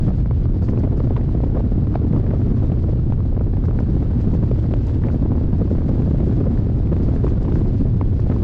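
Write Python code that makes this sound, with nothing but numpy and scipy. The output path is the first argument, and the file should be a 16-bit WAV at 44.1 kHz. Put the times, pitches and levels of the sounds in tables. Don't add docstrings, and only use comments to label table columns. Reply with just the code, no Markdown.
import sys
import numpy as np
from scipy import signal
from scipy.fft import rfft, irfft, next_fast_len
from scipy.io import wavfile
from scipy.ndimage import uniform_filter1d

SR = 44100
rng = np.random.default_rng(int(sys.argv[2]) if len(sys.argv) > 2 else 0)


def digitize_waveform(pressure):
    field = np.atleast_2d(pressure).T
    bounded = np.clip(field, -1, 1)
    quanta = np.round(bounded * 32767).astype(np.int16)
    wavfile.write(sys.argv[1], SR, quanta)


N = 372139

# (time [s], gust level [dB], weight of the deepest eddies [dB])
TURBULENCE = [(0.05, -25, 3), (0.28, -31, -0.5), (0.49, -28.5, 1.5), (0.74, -25.5, -3), (1.2, -27.5, 1),
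              (1.5, -26, -1), (1.72, -27, -2), (2.07, -26.5, -6), (2.3, -25, -5.5), (2.61, -25, 3),
              (3.12, -31, -4.5), (3.35, -29.5, -1.5), (3.56, -28, 3.5), (4.14, -25, -8.5), (4.33, -25, 6.5),
              (4.6, -28, -2), (4.93, -26.5, 0), (5.28, -26, 3.5), (5.5, -26, 4.5), (5.7, -25.5, 2.5),
              (5.93, -24.5, 3), (6.15, -25.5, -8.5), (6.51, -23, -2.5), (6.72, -28, -3.5), (6.9, -25.5, 0),
              (7.1, -24, 4.5), (7.3, -25, -0.5), (7.5, -24.5, -1), (7.66, -24, 5.5), (7.96, -28.5, 5.5),
              (8.19, -29, 5), (8.4, -24, -2)]
# (time [s], knock level [dB], crack level [dB], crack pitch [Hz], half length of the grit [s])
SHARP_EDDIES = [(0.083, -27, -32.5, 1144, 0.0046), (0.1078, -26.5, -47.5, 1216, 0.0051),
                (0.118, -26.5, -45.5, 924, 0.002), (0.26, -29, -36.5, 1604, 0.002),
                (0.3115, -22.5, -31, 1048, 0.0036), (0.457, -29.5, -32, 1090, 0.0044),
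                (0.545, -22, -53.5, 1032, 0.0031), (0.6268, -25, -43.5, 1317, 0.0023),
                (0.6888, -23.5, -32.5, 1815, 0.0088), (0.7348, -15.5, -38.5, 803, 0.0019),
                (0.7757, -18.5, -31, 1068, 0.0019), (0.807, -22.5, -42, 1520, 0.003),
                (0.838, -21.5, -36, 2067, 0.0061), (0.876, -21.5, -42, 1325, 0.0058),
                (0.93, -18, -50.5, 902, 0.0055), (1.0041, -14, -28, 953, 0.0029),
                (1.074, -20, -45.5, 1353, 0.0017), (1.1084, -15.5, -40, 1406, 0.0027),
                (1.1664, -30.5, -39.5, 3200, 0.0032), (1.167, -22, -26, 950, 0.0044),
                (1.177, -25.5, -34.5, 1400, 0.005), (1.2131, -21, -40, 1890, 0.0027),
                (1.292, -25.5, -34.5, 1000, 0.0018), (1.3506, -13, -37, 892, 0.0025),
                (1.4045, -17.5, -48.5, 945, 0.0018), (1.4402, -19, -48, 1090, 0.0031),
                (1.5483, -28, -38, 1155, 0.0027), (1.5649, -22, -52, 1713, 0.0072),
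                (1.5736, -20.0, -35, 932, 0.011), (1.6056, -17.5, -38, 1110, 0.006),
                (1.72, -21.5, -41.5, 1183, 0.0022), (1.7811, -14.5, -42, 882, 0.0024),
                (1.871, -29.5, -30, 950, 0.0018), (1.9425, -30, -32.5, 1133, 0.0025),
                (1.948, -35.5, -41, 2310, 0.0017), (1.954, -24, -41, 3860, 0.0022),
                (1.957, -8.5, -23.5, 945, 0.0023), (2.0183, -17.5, -43, 1100, 0.0016),
                (2.128, -30.5, -38.5, 2000, 0.002), (2.134, -16.5, -35, 1109, 0.0024),
                (2.1509, -17.5, -38.5, 873, 0.0035), (2.1633, -25.5, -32, 1096, 0.0046),
                (2.172, -29.5, -46, 1073, 0.0047), (2.177, -32, -37, 1290, 0.002),
                (2.2664, -20.5, -36.5, 1518, 0.0023), (2.3068, -25.5, -35.5, 1790, 0.002),
                (2.3127, -23, -32.5, 1096, 0.0032), (2.3375, -16.5, -43, 905, 0.0017),
                (2.3541, -24.5, -48, 1147, 0.0021), (2.4179, -27.5, -36, 1194, 0.0013),
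                (2.4739, -22.5, -48, 946, 0.0042), (2.635, -21.5, -45, 930, 0.0016),
                (2.72, -20.5, -35.5, 2404, 0.0025), (2.8413, -21, -39.0, 1370, 0.0046),
                (2.8919, -19, -42, 1077, 0.0057), (2.9323, -25.5, -47.0, 855, 0.0024),
                (2.977, -28.5, -46.5, 920, 0.0041), (3.103, -24, -46, 1515, 0.0039),
                (3.124, -32.5, -27, 782, 0.0018), (3.1241, -35, -42, 2415, 0.002),
                (3.134, -33, -38.5, 1300, 0.0018), (3.194, -35.5, -43.5, 1100, 0.0023),
                (3.2052, -29.5, -33.5, 1018, 0.0021), (3.2164, -35.5, -46.5, 1075, 0.0025),
                (3.227, -38.5, -43.5, 1098, 0.0021), (3.367, -29, -41, 1593, 0.004),
                (3.3774, -22.5, -36, 995, 0.0018), (3.411, -19, -33.5, 1255, 0.0012),
                (3.5702, -20, -36.5, 876, 0.0025), (3.6401, -26, -34.5, 1083, 0.0022),
                (3.655, -30, -38.5, 1607, 0.0076), (3.6846, -30.5, -30.5, 1193, 0.0013),
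                (3.711, -23.5, -32, 1213, 0.0013), (3.7604, -23, -53, 1086, 0.0065),
                (3.79, -22, -28.5, 1404, 0.0026), (3.8042, -24.5, -33.5, 903, 0.0019),
                (3.946, -22.5, -56, 840, 0.0038), (3.967, -22, -41.5, 966, 0.0025),
                (4.0264, -25.5, -35, 1178, 0.0038), (4.339, -28.5, -37.5, 855, 0.002),
                (4.348, -28.5, -46.5, 1106, 0.0022), (4.428, -23.5, -34, 1000, 0.0017),
                (4.5145, -15, -32, 1296, 0.0027), (4.642, -29.5, -38, 1300.0, 0.002),
                (4.7128, -24, -40.5, 1840, 0.0028), (4.7386, -37.5, -32.5, 2780, 0.0015),
                (4.739, -16.5, -33.5, 1290, 0.0018), (4.896, -39.5, -39.5, 1420, 0.0018),
                (4.915, -22, -43, 974, 0.0024), (5.0382, -26.5, -30, 1730, 0.0032),
                (5.0701, -22, -44, 1534, 0.0053), (5.0858, -23, -34, 1976, 0.002),
                (5.103, -27, -33.5, 1395, 0.004), (5.1451, -20, -40.5, 1316, 0.0022),
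                (5.226, -23, -33.5, 885, 0.0028), (5.2621, -20, -38, 836, 0.0018),
                (5.319, -23, -29.5, 956, 0.0023), (5.3537, -23.5, -36.5, 1096, 0.002),
                (5.3818, -24.5, -34.5, 1198, 0.0022), (5.4132, -17.5, -56, 876, 0.0024),
                (5.5363, -24.5, -57, 1052, 0.00085), (5.618, -16, -35.5, 1081, 0.0023),
                (5.7151, -15, -37.5, 1130, 0.0012), (5.752, -22.5, -36.5, 1197, 0.0022),
                (5.7853, -25, -33.5, 1460, 0.0033), (5.884, -27.5, -37.5, 1904, 0.003),
                (5.892, -18, -38.5, 1165, 0.0026), (5.956, -29, -41.5, 945, 0.0022),
                (5.9803, -24, -45.5, 1597, 0.0055), (6.0216, -23, -35.5, 1597, 0.0029),
                (6.0774, -22, -41, 996, 0.0026), (6.147, -23.5, -46, 1292, 0.0043),
                (6.185, -30.5, -37.5, 1403, 0.002), (6.2046, -22, -30, 841, 0.0019),
                (6.272, -26.5, -45.5, 904, 0.002), (6.4113, -16.5, -39, 1002, 0.006),
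                (6.4419, -29, -36.5, 1146, 0.0014), (6.4722, -16.5, -47, 995, 0.0036),
                (6.576, -28.5, -36.0, 1600, 0.002), (6.624, -23, -47, 1230, 0.0033),
                (6.6705, -19, -42, 950.0, 0.0018), (6.802, -24, -54.5, 902, 0.0023),
                (6.873, -32.5, -39.5, 2205, 0.002), (6.921, -34, -43.5, 2310, 0.0016),
                (6.929, -17, -26.5, 1048, 0.0015), (6.9665, -21, -34.5, 1760, 0.0017),
                (7.0873, -25.5, -36.5, 1172, 0.0019), (7.1384, -19.5, -46, 1302, 0.0029),
                (7.1633, -23, -37.5, 1503, 0.0039), (7.2459, -16.5, -32, 806, 0.0015),
                (7.2676, -27, -26, 1052, 0.0022), (7.2805, -34, -28, 888, 0.002),
                (7.287, -34, -36, 1994, 0.0025), (7.4523, -23.5, -33, 1013, 0.0023),
                (7.484, -20, -35.5, 1640, 0.006), (7.5223, -15.5, -36, 1380, 0.0019),
                (7.524, -34.5, -40, 2820, 0.002), (7.5572, -30, -30, 1434, 0.0019),
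                (7.8559, -23.5, -50, 1460, 0.0026), (8.0132, -23, -22.5, 950, 0.0018),
                (8.0128, -40.5, -34, 2280, 0.0017), (8.1959, -23.5, -38, 1452, 0.0029),
                (8.271, -24, -54.5, 1154, 0.0084), (8.3009, -14.5, -31, 1633, 0.0026),
                (8.317, -24.5, -32, 1178, 0.0041), (8.3243, -28.5, -33.5, 1485, 0.0033),
                (8.364, -31.5, -36, 1095, 0.0033)]
THUMP_DB = -19.5


def gain_of(db):
    return 10 ** (np.asarray(db) / 20)


def unit_rms(x):
    return x / np.sqrt(np.mean(x ** 2) + 1e-20)


def coloured(x, points):
    size = next_fast_len(len(x))
    hz, db = np.transpose(points)
    gain = gain_of(np.interp(np.log(np.fft.rfftfreq(size, 1 / SR) + 1), np.log(hz + 1), db))
    return irfft(rfft(x, size) * gain, size)[:len(x)]


def noise(spectrum):
    return unit_rms(coloured(rng.standard_normal(N), spectrum))


def wander(lo_hz, hi_hz):
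    return noise([(lo_hz / 2, -60), (lo_hz, 0), (hi_hz, -6), (2 * hi_hz, -60), (4 * hi_hz, -200)])


def curve(table, column):
    rows = np.array(table)
    return np.interp(np.arange(N) / SR, rows[:, 0], rows[:, column])


def thump():
    pressure = noise([(4.7, -30.5), (8.0, -8.5), (30, -1.5), (85, 4.5),
                      (125, 2), (160, -9.5), (210, -31), (350, -120)])
    deepest = coloured(pressure, [(45, -8.5), (75, -57.0)])
    weight_db = curve(TURBULENCE, column=2) + 20 * np.tanh(wander(3.7, 12) / 1.7)
    return gain_of(THUMP_DB) * (pressure + (gain_of(weight_db) - 1) * deepest)


def wake(half_length_s=0.01):
    times, knock_db = np.array(SHARP_EDDIES)[:, :2].T
    impulses = np.zeros(N)
    impulses[np.round(times * SR).astype(int)] = np.sqrt(gain_of(knock_db - knock_db.max()))
    t = np.arange(-2000, 2001) / SR
    return signal.oaconvolve(impulses, np.exp(-(t / half_length_s) ** 2), "same")


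def buffet(flutter):
    # (frequency [Hz], gain [dB])
    spectrum = [(82, -90.5), (140, -7), (161, -4.5), (217, -5), (306, -9), (500, -20.5), (832, -32),
                (1500, -42.5), (3000, -60.5), (3900, -68), (6600, -120)]
    coarse = rng.standard_normal(N) * gain_of(1.4 * flutter + 3.2 * wander(28, 60))
    fine = rng.standard_normal(N) * gain_of(2.1 * flutter + 2.4 * wander(28, 200))
    coarse = coloured(unit_rms(coarse), [(250, 2.0), (500, -3.5)])
    fine = coloured(unit_rms(fine), [(200, -5.0), (400, -1.5)])
    level_db = curve(TURBULENCE, column=1) + wander(7.0, 25) + 3 * wake()
    return gain_of(level_db) * unit_rms(coloured(coarse + fine, spectrum))


def hiss(flutter, plain_colour_db=-60):
    # (frequency [Hz], gain [dB])
    spectrum = [(900, -26), (1500, 4), (2400, 0), (3000, -1), (3800, -2), (4800, -4), (6200, -11.5),
                (7600, -14.5), (8800, -26.5), (10000, -32.5), (11500, -59)]
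    # (time [s], level [dB])
    levels = [(0.05, -59), (0.26, -63), (1.33, -61.5), (1.91, -63), (2.42, -61), (2.72, -61), (3.1, -63.5),
              (3.37, -64.5), (3.86, -61.5), (4.31, -59.5), (4.58, -60.5), (4.86, -59), (5.37, -63),
              (5.7, -60.5), (6.0, -60), (6.35, -59.5), (6.51, -60.5), (6.68, -61.5), (6.89, -62),
              (7.12, -58.5), (7.3, -60.5), (7.5, -60), (7.77, -60), (7.98, -62.5), (8.19, -61),
              (8.4, -59.5)]
    flow = rng.standard_normal(N) * gain_of(0.18 * flutter + 1.1 * wander(8.7, 44))
    flow = unit_rms(coloured(flow, spectrum))
    level_db = curve(levels, column=1) + 0.87 * wander(3.1, 11)
    treble = coloured(flow, [(4000, -29.0), (6000, 12.0)])
    brightening = gain_of(0.15 * (level_db - plain_colour_db) + 0.26 * wander(6.0, 24)) - 1
    return gain_of(level_db) * (flow + brightening * treble)


def weak_eddies(count=50, spread_db=5.5):
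    times = rng.uniform(.05, N / SR - .05, count)
    knock, crack, pitch = np.clip(rng.standard_normal((count, 3)), -2, 1.3).T
    return np.transpose([times, -31 + spread_db * knock, -45.5 + spread_db * crack,
                         1260 * np.exp(0.4 * pitch), np.full(count, 0.0027)])


def pops(puff_db=-14.5, grit_db=-10.5):
    # (frequency [Hz], gain [dB])
    grit_spectrum = [(500, -26), (900, 10.5), (1400, -1.5), (2200, -8.5), (3500, -20.5), (5500, -29.5),
                     (8000, -47), (10000, -79)]
    # (frequency [Hz], gain [dB])
    puff_spectrum = [(200, -28.5), (400, 13), (800, 0), (1500, -26), (3000, -33.5), (5500, -42),
                     (9000, -120)]
    out, t = np.zeros(N), np.arange(-800, 800) / SR
    eddies = np.vstack([SHARP_EDDIES, weak_eddies()])
    draws = rng.random((len(eddies), 2))
    grit, puff = noise(grit_spectrum), noise(puff_spectrum)
    for (time, knock_db, crack_db, crack_hz, ragged_s), (phase, scatter) in zip(eddies, draws):
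        near = slice(round(time * SR) - 800, round(time * SR) + 800)
        pace_hz = 655 * (crack_hz / 1260) ** 0.24 * (1 + .25 * (scatter - .5))
        knock_time = t * pace_hz
        cycles = 0.27 * knock_time + 0.37 * np.tanh(knock_time)
        knock = np.exp(-(knock_time / 0.87) ** 2) * np.cos(2 * np.pi * (cycles + phase))
        knock += gain_of(puff_db) * np.exp(-(t / (1.55 * ragged_s)) ** 2) * puff[near]
        crack_envelope = np.exp(-abs(t * crack_hz / 0.8) ** 1.3)
        crack = crack_envelope * np.cos(2 * np.pi * (crack_hz * t + phase))
        crack += gain_of(grit_db) * np.exp(-(t / ragged_s) ** 2) * grit[near]
        out[near] += gain_of(knock_db) * knock + gain_of(crack_db) * crack
    return coloured(out, [(5000, 0), (9000, -24.5)])


def rustles(faint_count=24, faint_db=-71, faint_half_s=0.0054):
    # (time [s], level [dB], half length [s])
    swells = [(0.65, -61.5, 0.026), (0.703, -63, 0.016), (0.796, -63.5, 0.012), (0.976, -64, 0.01),
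              (1.093, -70, 0.0036), (1.17, -65, 0.0072), (2.831, -64, 0.0039), (3.658, -63.5, 0.013),
              (3.803, -60, 0.005), (3.902, -61, 0.0031), (4.87, -54.5, 0.003), (4.915, -69, 0.013),
              (5.126, -66, 0.024), (5.367, -66, 0.0069), (5.89, -64.5, 0.012), (6.988, -63, 0.005),
              (7.04, -65.5, 0.015), (7.15, -66.5, 0.017), (7.294, -66, 0.027), (7.543, -66, 0.03),
              (7.779, -66, 0.01), (7.431, -60, 0.0055), (7.679, -63.5, 0.0088), (8.202, -61, 0.0067)]
    # (frequency [Hz], gain [dB])
    spectrum = [(3000, -28.5), (4500, 5), (7500, -7.5), (9500, -20), (11000, -56.5)]
    t, envelope = np.arange(N) / SR, np.zeros(N)
    faint_swells = [(0.072 + (N / SR - .2) * when, faint_db + 6.0 * (size - .5), faint_half_s)
                    for when, size in rng.random((faint_count, 2))]
    for time, level_db, half_s in swells + faint_swells:
        near = slice(round((time - .05) * SR), round((time + .05) * SR))
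        envelope[near] += gain_of(level_db) * np.exp(-((t[near] - time) / half_s) ** 2)
    return envelope * noise(spectrum)


def scene():
    flutter = 1.57 * np.tanh(wander(9.7, 35.0) / 0.89)
    return (thump() + buffet(flutter) + hiss(flutter) + pops() + rustles())[None]


def record(dry, bass_hz=168, cutoff_hz=15700):
    bass = coloured(dry[0], [(0.9 * bass_hz, 0), (0.72 * bass_hz, -40)])
    power = uniform_filter1d(uniform_filter1d(bass ** 2, 700), 500)
    excess_db = 10 * np.log10(abs(power) + 1e-9) - THUMP_DB
    bass_gain = gain_of(-.7 * np.maximum(excess_db, -9))
    levelled = dry + bass * (bass_gain - 1)
    saturated = 0.86 * np.tanh(levelled / 0.67)
    low_pass = signal.firwin(511, cutoff_hz, window=("kaiser", 9), fs=SR)
    return signal.oaconvolve(saturated, low_pass[None], "same")


dry = scene()
out = record(dry)
digitize_waveform(out)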